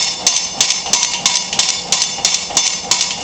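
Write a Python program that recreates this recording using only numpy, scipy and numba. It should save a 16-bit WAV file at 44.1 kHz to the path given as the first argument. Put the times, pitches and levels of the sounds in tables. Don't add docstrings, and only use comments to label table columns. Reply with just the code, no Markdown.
import sys
import numpy as np
from scipy import signal
from scipy.fft import rfft, irfft, next_fast_len
from scipy.io import wavfile
from numba import njit

SR = 44100
rng = np.random.default_rng(int(sys.argv[2]) if len(sys.argv) > 2 else 0)


def materialize(psi):
    bounded = np.clip(np.atleast_2d(psi).T, -1, 1)
    quanta = np.round(bounded * 32767).astype(np.int16)
    wavfile.write(sys.argv[1], SR, quanta)


N = 142443
PREROLL_S, TOP_HZ = 0.5, 8100
LENGTH = N + int(PREROLL_S * SR)
TIME = np.arange(LENGTH) / SR - PREROLL_S
AGE = np.arange(SR * 4 // 5, dtype=np.float32) / SR

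# (time [s], crack and wash [dB], ring [dB], boom [dB],
# ring mode 1 [dB], ring mode 2 [dB], ring mode 3 [dB], rub [dB], rumble [dB])
BLOWS = [(-.072, 1, -3.4, -8, 6, 4.5, -4, 0, 0), (0.2663, -0.54, -0.61, -8, -3.5, -4.5, 2, 0, 0.33),
         (.6058, 0.58, -4.7, -25, -2, 2, 5, -3.5, 2), (0.9318, -0.96, -1.7, 1, -6, -12, 2.5, -1, 0.57),
         (1.2567, 0.56, -4, -0.5, -5, -10, -0.5, -3.5, -2),
         (1.5902, -0.059, -7.5, -5.5, 1.5, 4, -14, -4, 1.3),
         (1.923, -1.4, -5.8, -5, 2.5, -3, 0, -2.5, -2.1),
         (2.2475, -0.94, -6.4, -22, 1, 1.5, -1, -6.5, -2.3),
         (2.5690, -0.46, -2.9, -6, 1, -2, 3.5, 1, 0.072),
         (2.9121, -0.53, -4.9, -4, -7.5, -8.5, -6, -3.5, 0), (3.245, -1, -0.78, -1, -4, 0, 0, -2, 0.16)]
# (time [s], contact [dB], ring [dB], chatter [dB], chatter delay [s])
BOUNCES = [(0.0255, -6.5, 0.5, -7, .019), (.3636, -0.5, -8, -5, 0.013), (0.7037, 2, -4, 0, .015),
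           (1.0301, 0, 0.5, 0.5, 0.017), (1.3548, -1.5, -0.5, -1, 0.015), (1.6878, -2, -1, -1, .015),
           (2.0188, 0, 0, -3.5, .019), (2.3434, 0, -24, -12, 0.016), (2.6661, -2.5, -1.5, -1.5, .011),
           (3.009, -1.5, 2, 0, 0.015)]
# (time [s], level [dB], tilt above 1 kHz [dB/octave])
CLANKS = [(0.587, -19, 12), (.860, -7.5, -0.5), (1.1346, -0.5, 3.5), (1.5271, -1.5, 4.5),
          (2.183, -10.5, -7), (2.505, -13.5, -9), (2.552, -13.5, 7), (3.1071, -4.5, 2.5), (3.208, -15, 14)]
# (frequency [Hz], level [dB], t60 [s])
RING_MODES = [(3541, -6, .7), (5372, -1, .8), (6171, 0, .65), (2174, -11, .55), (2863, -14, .9),
              (4382, -13, .85), (4415, -11, .75), (4816, -9, .85), (5072, -13, .75), (5197, -7, .6),
              (5798, -10, .55), (6563, -7, .35), (7049, -7, .55), (7365, -16, .5)]
# (frequency [Hz], level [dB], t60 [s])
BOOM_MODES = [(975, -1, 0.7), (1047, -17, 1), (1020, -4.5, .22), (1069, 1, .18), (1140, -15, 0.11)]
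# (frequency [Hz], level [dB], t60 [s])
CLANK_MODES = [(950, 1.5, 0.34), (1840, -4.5, 0.25), (2090, -11, 0.32), (2800, 0, 0.46), (2870, 5.5, 0.38),
               (2900, 2, 0.28), (3541, 2.5, 0.48)]
# (frequency [Hz], level [dB])
CRACK_EQ = [(60, -23.5), (200, -15.5), (600, -12.5), (1400, -21.5), (2200, -11.5), (3500, -4), (4700, -3),
            (6200, 0.5), (7300, -4), (8200, -10.5)]
# (frequency [Hz], level [dB])
WASH_EQ = [(100, -24), (500, -11), (1000, -1), (1450, -15), (2300, 1), (2900, 0.5), (3900, 0.5), (5200, 2),
           (6600, 1.5), (7400, 0), (8100, -10)]
# (frequency [Hz], level [dB])
BOUNCE_EQ = [(100, -38), (1400, -24.5), (2200, -2), (3500, 3.5), (4700, 3.5), (6200, 11), (7300, -2.5),
             (8200, -1)]
# (frequency [Hz], level [dB])
CLANK_EQ = [(200, -11), (900, 1), (1500, -14.5), (2100, 0), (2900, 8), (3800, -1.5), (6200, -0.5),
            (8000, -14.5)]
# (frequency [Hz], level [dB])
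RUB_EQ = [(200, -9.5), (380, -10.5), (500, -0.5), (680, 6), (850, 3), (1000, -7.5), (1400, -20),
          (2800, -9.5), (8000, -18)]
# (frequency [Hz], level [dB])
RUMBLE_EQ = [(25, -28), (60, -13), (110, -2.5), (170, 9), (260, 1.5), (400, -5.5), (900, -2.5),
             (2000, -19.5)]
# (frequency [Hz], level [dB])
HUM_TONES = [(158, -50), (183, -45), (495, -45.5), (800, -44.5)]
# (frequency [Hz], level [dB])
SHOP_EQ = [(20, -14.5), (60, 4.5), (120, 0.5), (180, 8), (330, 1), (520, 2.5), (850, 6), (1400, -12),
           (2800, -13), (4000, -16.5), (6500, -8.5), (8200, -33)]

CRACK_DB, RING_DB, BOOM_DB, WASH_DB = -1, -10.5, -19, -8.5
BOUNCE_RING_DB, BOUNCE_WASH_DB, CHATTER_DB = -10.5, -12.5, 0.5
CLANK_DB, RUB_DB, RUMBLE_DB, SHOP_DB = -13, -26.5, -25.5, -34.5
RIPPLE_DB = 4.5


def hammer_blows(ripple):
    out = np.zeros(LENGTH)
    for start, crack_db, ring_db, boom_db, *mode_trims_db, _, _ in BLOWS:
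        crack = undb(CRACK_DB) * noise(CRACK_EQ, len(AGE), ripple=ripple) * fade(t60=0.11, hold=0.0051)
        impact = undb(crack_db) * (crack + metal_wash(ripple))
        ring = undb(RING_DB + ring_db) * metal_ring(RING_MODES, mode_trims_db)
        boom = undb(BOOM_DB + boom_db) * metal_ring(BOOM_MODES)
        add(out, start, impact + ring + boom)
    return out


def ram_bounces(ripple):
    out = np.zeros(LENGTH)
    for (start, contact_db, ring_db, chatter_db, delay), blow in zip(BOUNCES, BLOWS):
        contact = undb(contact_db) * fade(t60=0.044)
        chatter = undb(CHATTER_DB + chatter_db) * (AGE > delay) * fade(t60=0.02, hold=delay)
        snap = noise(BOUNCE_EQ, len(AGE), ripple=ripple) * (contact + chatter)
        wash = undb(BOUNCE_WASH_DB) * metal_wash(ripple)
        ring = undb(RING_DB + BOUNCE_RING_DB + ring_db) * metal_ring(RING_MODES, trims_db=blow[4:7])
        add(out, start, snap + wash + ring)
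    return out


def metal_ring(modes, trims_db=(), scatter_db=1.5, split_hz=14.24, twin_db=0.5):
    out = 0
    trims_db = np.pad(np.array(trims_db, float), (0, len(modes) - len(trims_db)))
    for (hz, db, t60), trim_db in zip(modes, trims_db):
        strength, detune, phase, twin_phase = rng.standard_normal(4).tolist()
        tone = np.sin(2 * np.pi * (hz * AGE + phase))
        twin = undb(twin_db) * np.sin(2 * np.pi * ((hz + split_hz * detune) * AGE + twin_phase))
        out = out + undb(db + trim_db + scatter_db * strength) * fade(t60) * (tone + twin)
    return out


def metal_wash(ripple, rattle_db=3, rise_s=0.008):
    rattle = undb(rattle_db * wander(count=130, size=len(AGE)))
    envelope = (1 - np.exp(-AGE / rise_s)) * fade(t60=0.62)
    return undb(WASH_DB) * noise(WASH_EQ, len(AGE), ripple=ripple) * rattle * envelope


def loose_parts(ripple, tail_db=-7, ring_db=-18):
    out = np.zeros(LENGTH)
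    envelope = fade(t60=0.061) + undb(tail_db) * fade(t60=0.44)
    for start, db, tilt_db in CLANKS:
        knock = noise(CLANK_EQ, len(AGE), tilt_db, ripple) * envelope
        ring = undb(ring_db) * metal_ring(CLANK_MODES)
        add(out, start, undb(CLANK_DB + db) * (knock + ring))
    return out


def linkage():
    *_, rub_db, rumble_db = np.array(BLOWS).T
    rub = noise(RUB_EQ, LENGTH, ripple=RIPPLE_DB * rng.standard_normal(300))
    rub *= downstrokes(RUB_DB + rub_db, lead_s=0.083, rise_s=0.017, hang_s=0.028, fall_s=0.016)
    rumble = noise(RUMBLE_EQ, LENGTH)
    rumble *= downstrokes(RUMBLE_DB + rumble_db, lead_s=0.075, rise_s=0.11, hang_s=0.015, fall_s=0.035)
    return rub + rumble


def downstrokes(levels_db, lead_s, rise_s, hang_s, fall_s):
    out = np.zeros(LENGTH)
    for (start, *_), db in zip(BLOWS, levels_db):
        swell = np.clip((TIME - start + lead_s) / rise_s, 0, 1)
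        decay = np.exp(-np.clip((TIME - start - hang_s) / fall_s, 0, 20))
        out += undb(db) * swell * decay
    return out


def motor(waver_db=3):
    hum = np.zeros(LENGTH)
    for hz, db in HUM_TONES:
        amplitude = np.sqrt(2) * undb(db + waver_db * wander(count=60))
        hum += amplitude * np.sin(2 * np.pi * hz * TIME + wander(count=70))
    return hum + undb(SHOP_DB) * noise(SHOP_EQ, LENGTH)


def noise(eq, size, tilt_db=0, ripple=(0, 0)):
    eq_hz, eq_db = np.array(eq).T
    fft_size = next_fast_len(size)
    hz = np.maximum(np.fft.rfftfreq(fft_size, 1 / SR), 1)
    db = np.interp(np.log2(hz), np.log2(eq_hz), eq_db)
    db += tilt_db * np.maximum(np.log2(hz / 1024), 0)
    db += np.interp(hz, np.linspace(0, TOP_HZ, len(ripple)), ripple)
    spectrum = rfft(rng.standard_normal(fft_size)) * undb(db) * (hz < 1.05 * TOP_HZ)
    shaped = irfft(spectrum, fft_size)[:size]
    return shaped / shaped.std()


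def undb(db):
    return 10 ** (np.asarray(db) / 20)


def fade(t60, hold=0):
    return np.exp(-np.log(1000) / t60 * np.maximum(AGE - hold, 0))


def wander(count, size=LENGTH):
    return np.interp(np.arange(size), np.linspace(0, size, count), rng.standard_normal(count))


def add(out, start, sound):
    i = max(int((start + PREROLL_S) * SR), 0)
    out[i:i + len(sound)] += sound[:max(len(out) - i, 0)]


@njit
def follow(x, attack_s, release_s):
    out, level = np.empty(len(x)), x[200]
    for i in range(len(x)):
        level += (x[i] - level) / (SR * (attack_s if x[i] > level else release_s))
        out[i] = level
    return out


def excess_db(x, threshold_db, window_s):
    level_db = 10 * np.log10(follow(x ** 2, window_s, window_s) + 1e-12)
    return np.maximum(level_db - threshold_db, 0)


def scene():
    ripple = RIPPLE_DB * rng.standard_normal(500)
    mix = hammer_blows(ripple) + ram_bounces(ripple) + loose_parts(ripple) + linkage() + motor()
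    return mix[None, -N:]


def record(dry, ratio=2.95, late_share=0.26, lag_s=0.015, ceiling=1.058):
    x = dry[0]
    quick_db = (1 - 1 / ratio) * excess_db(x, threshold_db=-15.5, window_s=0.0016)
    x = x * undb(-follow(quick_db, attack_s=0.0086, release_s=0.041))
    late_db = late_share * excess_db(x, threshold_db=-12, window_s=0.025)
    x = x * undb(-np.interp(np.arange(N) - lag_s * SR, np.arange(N), late_db))
    saturated = ceiling * np.tanh(x / ceiling)
    lowpass = signal.ellip(10, 0.2, 80, TOP_HZ, fs=SR, output="sos")
    return np.clip(signal.sosfilt(lowpass, saturated), -1, 1)[None]


dry = scene()
out = record(dry)
materialize(out)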